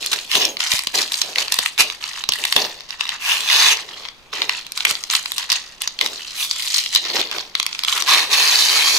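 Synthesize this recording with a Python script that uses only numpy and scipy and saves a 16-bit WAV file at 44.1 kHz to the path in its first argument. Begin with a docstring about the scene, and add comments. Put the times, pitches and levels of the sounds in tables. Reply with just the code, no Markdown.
"""Hands flex a card-backed blister pack of candy balls; creases snap, and short pulls tear its paper
backing at 0.3 s. A faint tink follows at 0.49 s, more snaps, and longer pulls from 3.2 to 3.7 s.
After a lull, flexing and snaps thicken from 4.4 s, with a peak near 7 s; a long peel closes from 8.3 s.
Tearing and crinkling are dense ringing grains, snaps are noise bursts through facet resonances, and
sleeve brushes are shaped noise, all heard by two close ports in a small, quiet room."""
import sys
import numpy as np
from scipy import signal
from scipy.fft import rfft, irfft
from scipy.io import wavfile
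from scipy.ndimage import uniform_filter1d, map_coordinates

SR = 44100
rng = np.random.default_rng(int(sys.argv[2]) if len(sys.argv) > 2 else 0)


def wav_out(sig):
    """Save sig, one row per channel (or a flat mono array), as 16-bit PCM at SR to the path in sys.argv[1]."""
    wavfile.write(sys.argv[1], SR, np.round(np.clip(np.atleast_2d(sig).T, -1, 1) * 32767).astype(np.int16))


N = 396018
TIME = np.arange(N) / SR

# colour of the pack's body: (frequency [Hz], level per Hz [dB])
PACK_COLOUR = [(120, -57), (400, -31.5), (750, -7), (1080, 2.5), (1500, -3.5), (2300, -0.5), (3300, 1),
               (4200, 3.5), (5100, 0), (6300, -2.5), (11000, -43)]
# colour of its finest, crispest crackle: (frequency [Hz], level per Hz [dB])
CRISP_COLOUR = [(1500, -50), (5000, -17), (7600, 2), (10000, 1), (13700, -3), (16000, -11)]
JERK_RATE = 45  # new courses per second, for the jerking glue and the sway of the strip's pitch


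def undb(db):
    """Decibels to gain."""
    return 10 ** (np.asarray(db) / 20)


def unit(x):
    """Scale to rms 1."""
    return x / np.sqrt(np.mean(x ** 2))


def colour(x, points):
    """Causal minimum-phase filter with a spectrum of (Hz, dB) points, by way of the cepstrum."""
    hz, db = np.transpose(points)
    size = 4096
    bin_hz = np.arange(size // 2 + 1) * SR / size
    gain = undb(np.interp(np.log(bin_hz + 1), np.log(hz), db))
    cepstrum = irfft(np.log(gain))[:size // 2]
    cepstrum[0] /= 2
    response = irfft(np.exp(rfft(2 * cepstrum, size)))
    return signal.oaconvolve(x, response[None], axes=1)[:, :x.shape[1]]


def resonate(x, hz, q):
    """One resonance, gain 1 at its centre; the centre stays at or below SR / 4 and q at or above 0.6."""
    b, a = signal.iirpeak(min(hz, SR / 4), max(q, .6), fs=SR)
    return signal.lfilter(b, a, x)


def add(out, s, sound):
    """Mix a stereo sound in at time s."""
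    i = int(s * SR)
    out[:, i:i + sound.shape[1]] += sound[:, :N - i]


def hiss():
    """Unrelated white noise at the two ports."""
    return rng.standard_normal((2, N))


def walk(rate):
    """Smooth chance with a spread near 1, taking a new course at the given rate a second."""
    step = int(SR / rate)
    courses = np.repeat(rng.standard_normal(N // step + 1), step)
    return uniform_filter1d(courses, step)[:N]


def stroke(s, rise_s, hold_s, fall_s):
    """Envelope of one hand movement: a straight rise, a hold and an exponential fall."""
    envelope = np.zeros(N)
    start, end = int(s * SR), int((s + rise_s + hold_s + 10 * fall_s) * SR)
    span = slice(max(start, 0), end)
    t = TIME[span] - s
    fall = np.exp(-np.maximum(t - rise_s - hold_s, 0) / fall_s)
    envelope[span] = np.clip(t / rise_s, 0, 1) * fall
    return envelope


def peeling():
    """Paper pulled off its glue: dense tearing, coarser rips of fibre clumps and a fine fibre hiss."""
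    # pulls: (start [s], end [s], rise [s], fall [s], level [dB], crispness: film against card [dB])
    peels = [(0.294, 0.368, 0.038, 0.023, -17, -10.5), (0.383, 0.418, 0.039, 0.037, -17.5, -30),
             (1.78, 1.804, 0.028, 0.018, -11, -6), (3.19, 3.314, 0.12, 0.12, -23.5, -6.5),
             (3.423, 3.73, 0.12, 0.013, -17.5, -10), (6.343, 6.449, 0.067, 0.022, -23.5, -4),
             (8.053, 8.15, 0.04, 0.088, -18, -9), (8.294, 9.0, 0.036, .05, -17.5, -9.5)]
    # resonances of the taut strip: (frequency [Hz], sharpness q, mean level against the tear [dB])
    strip = [(940, 0.61, -12.5), (2560, 5, 1), (5860, 12, -14), (11700, 3.75, 15.5)]
    # colour of the finest parting fibres: (frequency [Hz], level per Hz [dB])
    fibre = [(6000, -33), (10500, -3), (14000, 10)]
    tension_db, tension_rate = 5, 9  # swell of the strip's resonances, new courses per second
    fibre_db, rip_db, jerk_db = -32, -2, 1.5  # hiss in any pull, rips against card tearing, jerk spread

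    fractures = grains(rate=3600, spread_db=0.5, pitch_hz=4300, facet_db=15.0, q=31, wander_db=3.0)
    plain_tear = unit(bend(fractures))
    tear = plain_tear.copy()
    for hz, q, db in strip:
        tear += undb(db + tension_db * walk(tension_rate)) * resonate(plain_tear, hz, q)

    pulls = []
    for s, end, rise, fall, db, crisp in peels:
        pulls.append((stroke(s, rise, end - s - rise, fall), db, crisp))
    card, film = drive(pulls)
    # the fibre hiss is as loud in a gentle pull as in a hard one
    pulling = sum(envelope for envelope, _, _ in pulls)
    fibres = unit(colour(hiss(), fibre)) * undb(fibre_db) * pulling
    coarse = press(rips(), card * undb(rip_db), size=SR // 10)
    # the glue holds and lets go in quick uneven jerks
    jerks = undb(jerk_db * walk(JERK_RATE))
    return (crackle(tear, (card, film), size=1800) + coarse + fibres) * jerks


def rips(rate=200, spread_db=4.5, ring_s=0.00033, sway=0.07):
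    """Fibre clumps give way at uneven steps; each plucks the taut strip, which radiates little bass."""
    # pitch of the strip's ring as the glue slips, before its sway: (time [s], pitch [Hz])
    strip_ring = [(.35, 3100), (3.3, 2750), (3.55, 3800), (3.68, 4250), (3.72, 2900), (8.9, 4250)]
    chance = rng.random((int(rate * N / SR), 4)).T
    steps = np.cumsum(.25 + chance[0])
    when = (steps / steps[-1] * (N - 1)).astype(int)
    size = undb(-spread_db * np.log(1 - .95 * chance[1]))
    force = np.zeros((2, N), complex)
    force[:, when] = size * np.exp(2j * np.pi * chance[2:])  # own chance phase at each port
    t = np.arange(int(20 * ring_s * SR)) / SR
    pluck = t * np.exp(-t / ring_s)
    ringing = signal.oaconvolve(force, pluck[None], axes=1)[:, :N]
    hz = np.interp(TIME, *np.transpose(strip_ring)) * (1 + sway * walk(JERK_RATE))
    carrier = np.exp(2j * np.pi * np.cumsum(hz) / SR)
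    return np.gradient((ringing * carrier).real, axis=1)  # the slope thins out the bass


def crinkling():
    """Flexing works many small facets into fine crinkling, with small creases ticking above it."""
    # finger flexes: (start [s], length [s], crackle level [dB], crispness: film against card [dB])
    flexes = [(0.0, 0.085, -27.5, -9.5), (0.103, 0.032, -18.5, -8), (0.587, 0.098, -23, -10.5),
              (0.693, 0.073, -20.5, -5.5), (0.93, 0.093, -19, -9), (1.11, 0.1, -31, -0.5),
              (1.17, 0.19, -35, -12), (1.365, 0.056, -22, -8.5), (1.506, 0.17, -30.5, -4),
              (1.849, 0.092, -35, -8.5), (1.999, 0.22, -34, -10.5), (2.314, 0.26, -31, -5),
              (2.57, 0.077, -22.5, -34), (2.878, 0.067, -37, -13), (2.982, 0.17, -32.5, -14),
              (3.735, 0.077, -32, -11.5), (3.863, 0.21, -39.5, -16), (4.316, 0.13, -29.5, -17),
              (4.483, 0.12, -31, -14), (4.744, 0.085, -33, -8), (4.869, 0.042, -23.5, -4.5),
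              (5.093, 0.078, -23, -4.5), (5.257, 0.14, -41.5, 1), (5.359, 0.079, -28.5, -13),
              (5.486, 0.083, -24, -13), (5.802, 0.033, -27.5, -12), (5.994, 0.078, -28, -13),
              (6.101, 0.36, -33.5, -13), (6.483, 0.38, -28.5, -9.5), (6.568, 0.2, -27, -5.5),
              (6.723, 0.072, -17.5, -10.5), (6.91, 0.062, -22, -12.5), (7.027, 0.084, -23.5, -35),
              (7.128, 0.08, -20.5, -22), (7.304, 0.11, -30.5, -20), (7.55, 0.35, -38.5, -10),
              (7.863, 0.14, -24.5, -5.5)]
    ticks_db = -7  # ticks against the drive of the crinkling
    gains = drive((flex(s, length), db, crisp) for s, length, db, crisp in flexes)
    crinkle = bend(grains(rate=1300, spread_db=4.0, pitch_hz=3700, facet_db=13.5, q=4.8))
    ticks = grains(rate=80, spread_db=3.0, pitch_hz=4200, facet_db=20, q=5, wander_db=2,
                   scatter_db=-15, scatter_s=0.001, count=8)
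    return crackle(crinkle, gains, size=1800) + undb(ticks_db) * crackle(ticks, gains, size=SR)


def flex(s, length_s, rise_s=0.017, fall_s=0.017, settle_db=-9.5, settle_s=0.12):
    """A flex builds quickly and dies away; the creases keep settling more faintly for longer."""
    hold_s = length_s - rise_s
    settling = undb(settle_db) * stroke(s, rise_s, hold_s, settle_s)
    return np.maximum(stroke(s, rise_s, hold_s, fall_s), settling)


def grains(rate, spread_db, pitch_hz, facet_db, q, wander_db=5, wander_rate=18,
           scatter_db=-11, scatter_s=0.004, count=12):
    """Tiny fractures at random times ring small facets, which take turns as the sheet bends."""
    t = np.arange(SR // 200) / SR
    out = np.zeros((2, N))
    for facet_hz in pitch_hz * 2 ** np.linspace(-1.35, 1, count):
        when, size, sign = rng.random((int(rate * N / SR / count), 3)).T
        hits = np.sign(sign - .5) * undb(-spread_db * np.log(1 - .98 * size))
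        force = np.bincount((when * N).astype(int), hits, N)
        force *= undb(wander_db * walk(wander_rate))
        # the bending wave runs through the sheet and radiates again from its edges
        sheet = undb(scatter_db) * rng.standard_normal((2, len(t))) * np.exp(-t / scatter_s)
        sheet[:, 0] = 1
        sheet += undb(facet_db) * resonate(sheet, facet_hz, q)
        out += signal.oaconvolve(force[None], sheet, axes=1)[:, :N]
    return out


def bend(x, octaves=0.07, rate=7):
    """As the sheet bends, all its resonances glide up and down together, by a varying playback speed."""
    place = np.cumsum(2 ** (octaves * walk(rate)))
    return np.array([map_coordinates(port, [place], order=2, mode="mirror") for port in x])


def drive(strokes, grip_db=-59):
    """How hard card and film are worked by (envelope, level dB, crispness dB) strokes, summed in power."""
    card, film = undb(grip_db) ** 2, 0  # between strokes the fingers still hold the pack
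    for envelope, db, crisp_db in strokes:
        power = (envelope * undb(db)) ** 2
        card = card + power
        film = film + power * undb(crisp_db) ** 2
    return np.sqrt(card), np.sqrt(film)


def crackle(fractures, gains, size):
    """Fractures sound through the card and through the crisp film."""
    card, film = gains
    through_card = press(colour(fractures, PACK_COLOUR), card, size)
    return through_card + press(colour(fractures, CRISP_COLOUR), film, size)


def press(x, gain, size):
    """The hands set a crackle's mean strength over size samples; single grains still stand out."""
    power = uniform_filter1d(np.mean(x ** 2, axis=0), size=size)
    return x * gain / np.sqrt(power + power.mean() / 1000)


def snaps(q=1.7, run_s=0.0016, lead_s=0.0006, usual_db=-13, growth=0.3, jerk=0.6,
          body_db=-10, neighbour_db=-6):
    """A crease snap: a noise burst with a very short swell, a jerk and settling slips, longer if big."""
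    # creases, ahead of swing and room:
    # (time [s], level over 5 ms [dB], pitch of the buckling facet [Hz], treble against facet [dB])
    creases = [(0.0621,-16,4830,2),(0.1313,-13,3200,-11),(.3155,-13,4050,-10),(.353,-7,3360,-8),(0.4515,-8.5,6200,-8),(0.5694,-20,3500,-18),
               (0.6046,-12.5,3740,-16),(0.7178,-10.5,5100,-11),
               (0.736,-16,4900,1),(0.7824,-22,4400,-4),(0.792,-14.5,4200,-6),(0.8715,-13.5,4130,-9),(1.1206,-16.5,4100,-5.5),(1.1416,-14.5,4960,-13),
               (1.217,-8,6000,-13),(1.359,-15.5,2830,-12),(1.3838,-11,2900,-27),(1.4815,-21,3030,-16),
               (1.522,-9,5070,0),(1.542,-14,5260,0),(1.589,-8.5,3750,-1.5),
               (1.6606,-13.5,2750,-4),(1.779,-20,4000,-9),(1.9003,-21.5,3860,-13),(2.04,-20,3900,-13),(2.2392,-19.5,3100,-13),(2.2905,-8,5800,-9),
               (2.3217,-13.5,3420,-8),(2.3362,-15,4640,-7),(2.4393,-16.5,2680,-9),(2.452,-12,3300,-4.5),(2.5253,-9,3460,-8),
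               (2.564,-2.5,3020,-12),(2.8066,-30,4500,-9),(2.9066,-23,3800,-14),(3.0095,-14,3800,-19),
               (3.092,-17,3370,-10),(3.4068,-20.5,4300,2),(3.5001,-15,3480,-16),(3.9995,-39,4200,-25),(4.0523,-28.5,3060,-20),(4.0867,-27.5,3360,-18),(4.419,-12.5,3460,-21),
               (4.4943,-12.5,2900,-16),(4.6665,-29,4100,-4),(4.7207,-22.5,5600,4),(4.776,-17.5,5040,-2),(4.806,-17,4000,-23),(4.8517,-7,2670,-5),(4.8699,-20,2120,-13),(4.9105,-14,5260,0),
               (4.953,-19.5,3930,-14),(5.0381,-20,4800,-9),(5.101,-15.5,4430,-23),(5.1512,-8.5,4300,-6),(5.2583,-18.5,3540,-12),(5.3192,-17.5,3230,-3),
               (5.3818,-14.5,4300,-1.5),(5.5016,-12,4730,-15),(5.519,-7.5,4830,-7.5),(5.5268,-11.5,4500,-5),(5.8189,-16,3600,4.5),
               (5.876,-13.5,5060,-13),(5.9898,-19.5,3780,-12),(6.012,-8.5,3160,-13),(6.062,-14,3960,-9),(6.512,-10.5,5440,-14),(6.8616,-16,3620,-25),(6.95,-7,4660,-5),(6.9595,-2,3500,-27),
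               (7.2144,-16,3600,-11),(7.314,-20.5,3710,-8),(7.3842,-21,3440,-25),(7.5525,-12.5,3180,-13),(7.5997,-11.5,4040,-11),(7.629,-18,4630,-6),(7.665,-14,4700,-3.5),(7.729,-22.5,3930,-23),
               (7.7495,-24,3000,-16),(7.7916,-18,3880,-8),(7.836,-16,3420,-8),(7.849,-16,4670,-8),(7.883,-14,3060,-16),(7.9261,-15,3000,-13),(8.023,-14,5800,-5),(8.077,-21,3700,-9)]
    out = np.zeros((2, N))
    t = np.arange(-SR // 200, SR // 50) / SR  # 5 ms before the jerk to 20 ms after
    for s, db, hz, treble_db in creases:
        size = undb(growth * (db - usual_db))
        envelope = np.exp(-np.maximum(t / run_s, -t / lead_s) / size)
        slips = rng.standard_normal((2, len(t))) * envelope
        kick = (t == 0) * jerk / size * np.linalg.norm(slips[0])
        body = colour(slips + kick, PACK_COLOUR)
        sound = unit(resonate(body, hz, q)) + undb(body_db) * unit(body)
        # a neighbouring facet of chance size gives each snap its own colour
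        neighbour_hz = hz * 2 ** rng.uniform(-.8, .6)
        sound += undb(neighbour_db) * unit(resonate(body, neighbour_hz, 12))
        sound += undb(treble_db) * unit(colour(slips, CRISP_COLOUR))
        sound[1] = np.roll(sound[1], rng.integers(-5, 5))  # samples between the ports
        add(out, s + t[0], unit(sound) * undb(db) / np.sqrt(5))  # 25 ms long, levelled as over 5 ms
    return out


def jolts(decay_s=0.009, knock_s=0.002, knock_db=11):
    """The loaded pack jerks in the fingers: a dull knock and a short low thud of decaying noise."""
    # jerks of the whole pack, ahead of the room: (time [s], peak level [dB])
    jerks = [(0.355, -19), (0.738, -18), (0.872, -23), (1.590, -20), (1.803, -25), (2.29, -18),
             (2.562, -17), (4.912, -20)]
    out = np.zeros((2, N))
    t = np.arange(SR // 10) / SR
    for s, db in jerks:
        decay = np.exp(-t / decay_s) + undb(knock_db) * np.exp(-t / knock_s)
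        push = rng.standard_normal((2, len(t))) * decay
        thud = colour(push, [(30, -2.0), (600, 4), (4000, -52.0)])
        add(out, s, thud / np.abs(thud).max() * undb(db))
    return out


def brushing(rise_s=0.014, fall_s=0.057, uneven_db=2.5, uneven_rate=70):
    """Sleeve and palm slide over the card: a dull noise swish that catches and slips."""
    # brushes, before the unevenness: (start [s], length [s], level [dB])
    brushes = [(0.0, 0.035, -38.5), (0.111, 0.022, -33), (0.341, 0.12, -26), (0.933, 0.053, -28.5),
               (1.228, 0.073, -38.5), (1.365, 0.041, -35.5), (1.783, 0.02, -32.5), (2.373, 0.048, -39),
               (2.55, 0.063, -23.5), (3.277, 0.17, -48.5), (3.518, 0.22, -39.5), (3.803, 0.22, -48.5),
               (4.324, 0.12, -37.5), (4.84, 0.033, -38), (5.995, 0.076, -33.5), (6.955, 0.16, -41),
               (7.043, 0.12, -35.5), (7.138, 0.037, -26), (7.327, 0.055, -35), (7.928, 0.29, -43),
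               (8.105, 0.11, -38.5), (8.285, 0.98, -36.5)]
    # colour of the swish: (frequency [Hz], level per Hz [dB])
    cloth = [(80, -21), (250, -2.5), (420, 8.5), (950, -4), (1600, -16)]
    power = 0
    for s, length, db in brushes:
        power = power + (undb(db) * stroke(s, rise_s, length - rise_s, fall_s)) ** 2
    swish = unit(colour(hiss(), cloth))
    return swish * np.sqrt(power) * undb(uneven_db * walk(uneven_rate))


def tink(start_s=0.49):
    """Something hard tinks faintly: two high modes ring out briefly."""
    # modes: (frequency [Hz], starting level [dB], 60 dB decay time [s])
    modes = [(6500, -26, 0.16), (6850, -26, 0.058)]
    t = np.maximum(TIME - start_s, 0)
    return sum(undb(db - 60 * t / t60) * np.sin(2 * np.pi * hz * t) for hz, db, t60 in modes)


def swing(x, card_hz=1030, q=0.67):
    """Slack card radiates its low mids; pinched tight it sounds thin."""
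    # how freely the card swings between the fingers: (time [s], low-mid emphasis [dB])
    slack = [(0.8, 1), (1.8, 7.5), (2.6, 3), (3.3, 9.5), (4.6, 6), (6.1, 3), (6.4, -2.5), (6.85, -8.5),
             (7.2, 4.5), (7.9, 5.5), (8.15, 11), (8.45, 4)]
    emphasis = undb(np.interp(TIME, *np.transpose(slack)))
    return x + (emphasis - 1) * resonate(x, card_hz, q)


def bowl(x, path_m=0.37, drift_m=0.061, drift_rate=2.5, echo_db=-9.5):
    """A bowl wall below sends each port one early reflection; its comb shifts as the hands move."""
    echo = []
    for port in x:
        delay_s = (path_m + drift_m * walk(drift_rate)) / 343  # extra path over the speed of sound
        echo.append(map_coordinates(port, [(TIME - delay_s) * SR], order=3))
    return (x + undb(echo_db) * np.array(echo)) / np.hypot(1, undb(echo_db))


def room(x, t60_s=0.22, wet_db=-15):
    """Table and near walls answer after 4 ms with a quickly dying noise tail, weakest at the top."""
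    t = np.arange(SR // 2) / SR
    decay = np.exp(-np.log(1000) * t / t60_s) * (t > .004)
    tail = rng.standard_normal((2, len(t))) * decay
    tail = colour(tail, [(1000, -6.0), (4000, -1.5), (15000, -21.0)])
    tail *= undb(wet_db) / np.sqrt(np.sum(tail ** 2) / 2)
    return x + signal.oaconvolve(x, tail, axes=1)[:, :N]


def hush(level_db=-48.5):
    """The quiet room's steady bed: coloured noise, set in level ahead of the ports."""
    # colour of the hush: (frequency [Hz], level per Hz [dB])
    hush_colour = [(20, -4.5), (80, -13.5), (1000, -13.5), (15000, -38.5)]
    return unit(colour(hiss(), hush_colour)) * undb(level_db)


def ports(x):
    """Two close ports: their difference is filtered, weakest near 300 Hz and full in the low treble."""
    mid, side = (x[0] + x[1]) / 2, (x[0] - x[1]) / 2
    width = [(50, -1), (150, -7), (300, -14), (1000, -9), (2200, 1.1), (4200, 0), (8000, -4.7)]
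    side = colour(side[None], width)[0]
    return np.array([mid + side, mid - side])


def scene():
    """The pack between the hands, in the room, over a faint hush."""
    pack = swing(peeling() + crinkling() + snaps() + brushing()) + jolts() + tink()
    return ports(room(bowl(pack)) + hush())


def record(dry):
    """Soft saturation rounds the highest peaks; a steep low-pass cuts the top."""
    top_hz = 15450
    rounded = dry / (1 + (dry / .95) ** 4) ** (1 / 4)
    low_pass = signal.ellip(8, .2, 70, top_hz, fs=SR, output="sos")
    return signal.sosfilt(low_pass, rounded)


dry = scene()
out = record(dry)
wav_out(out)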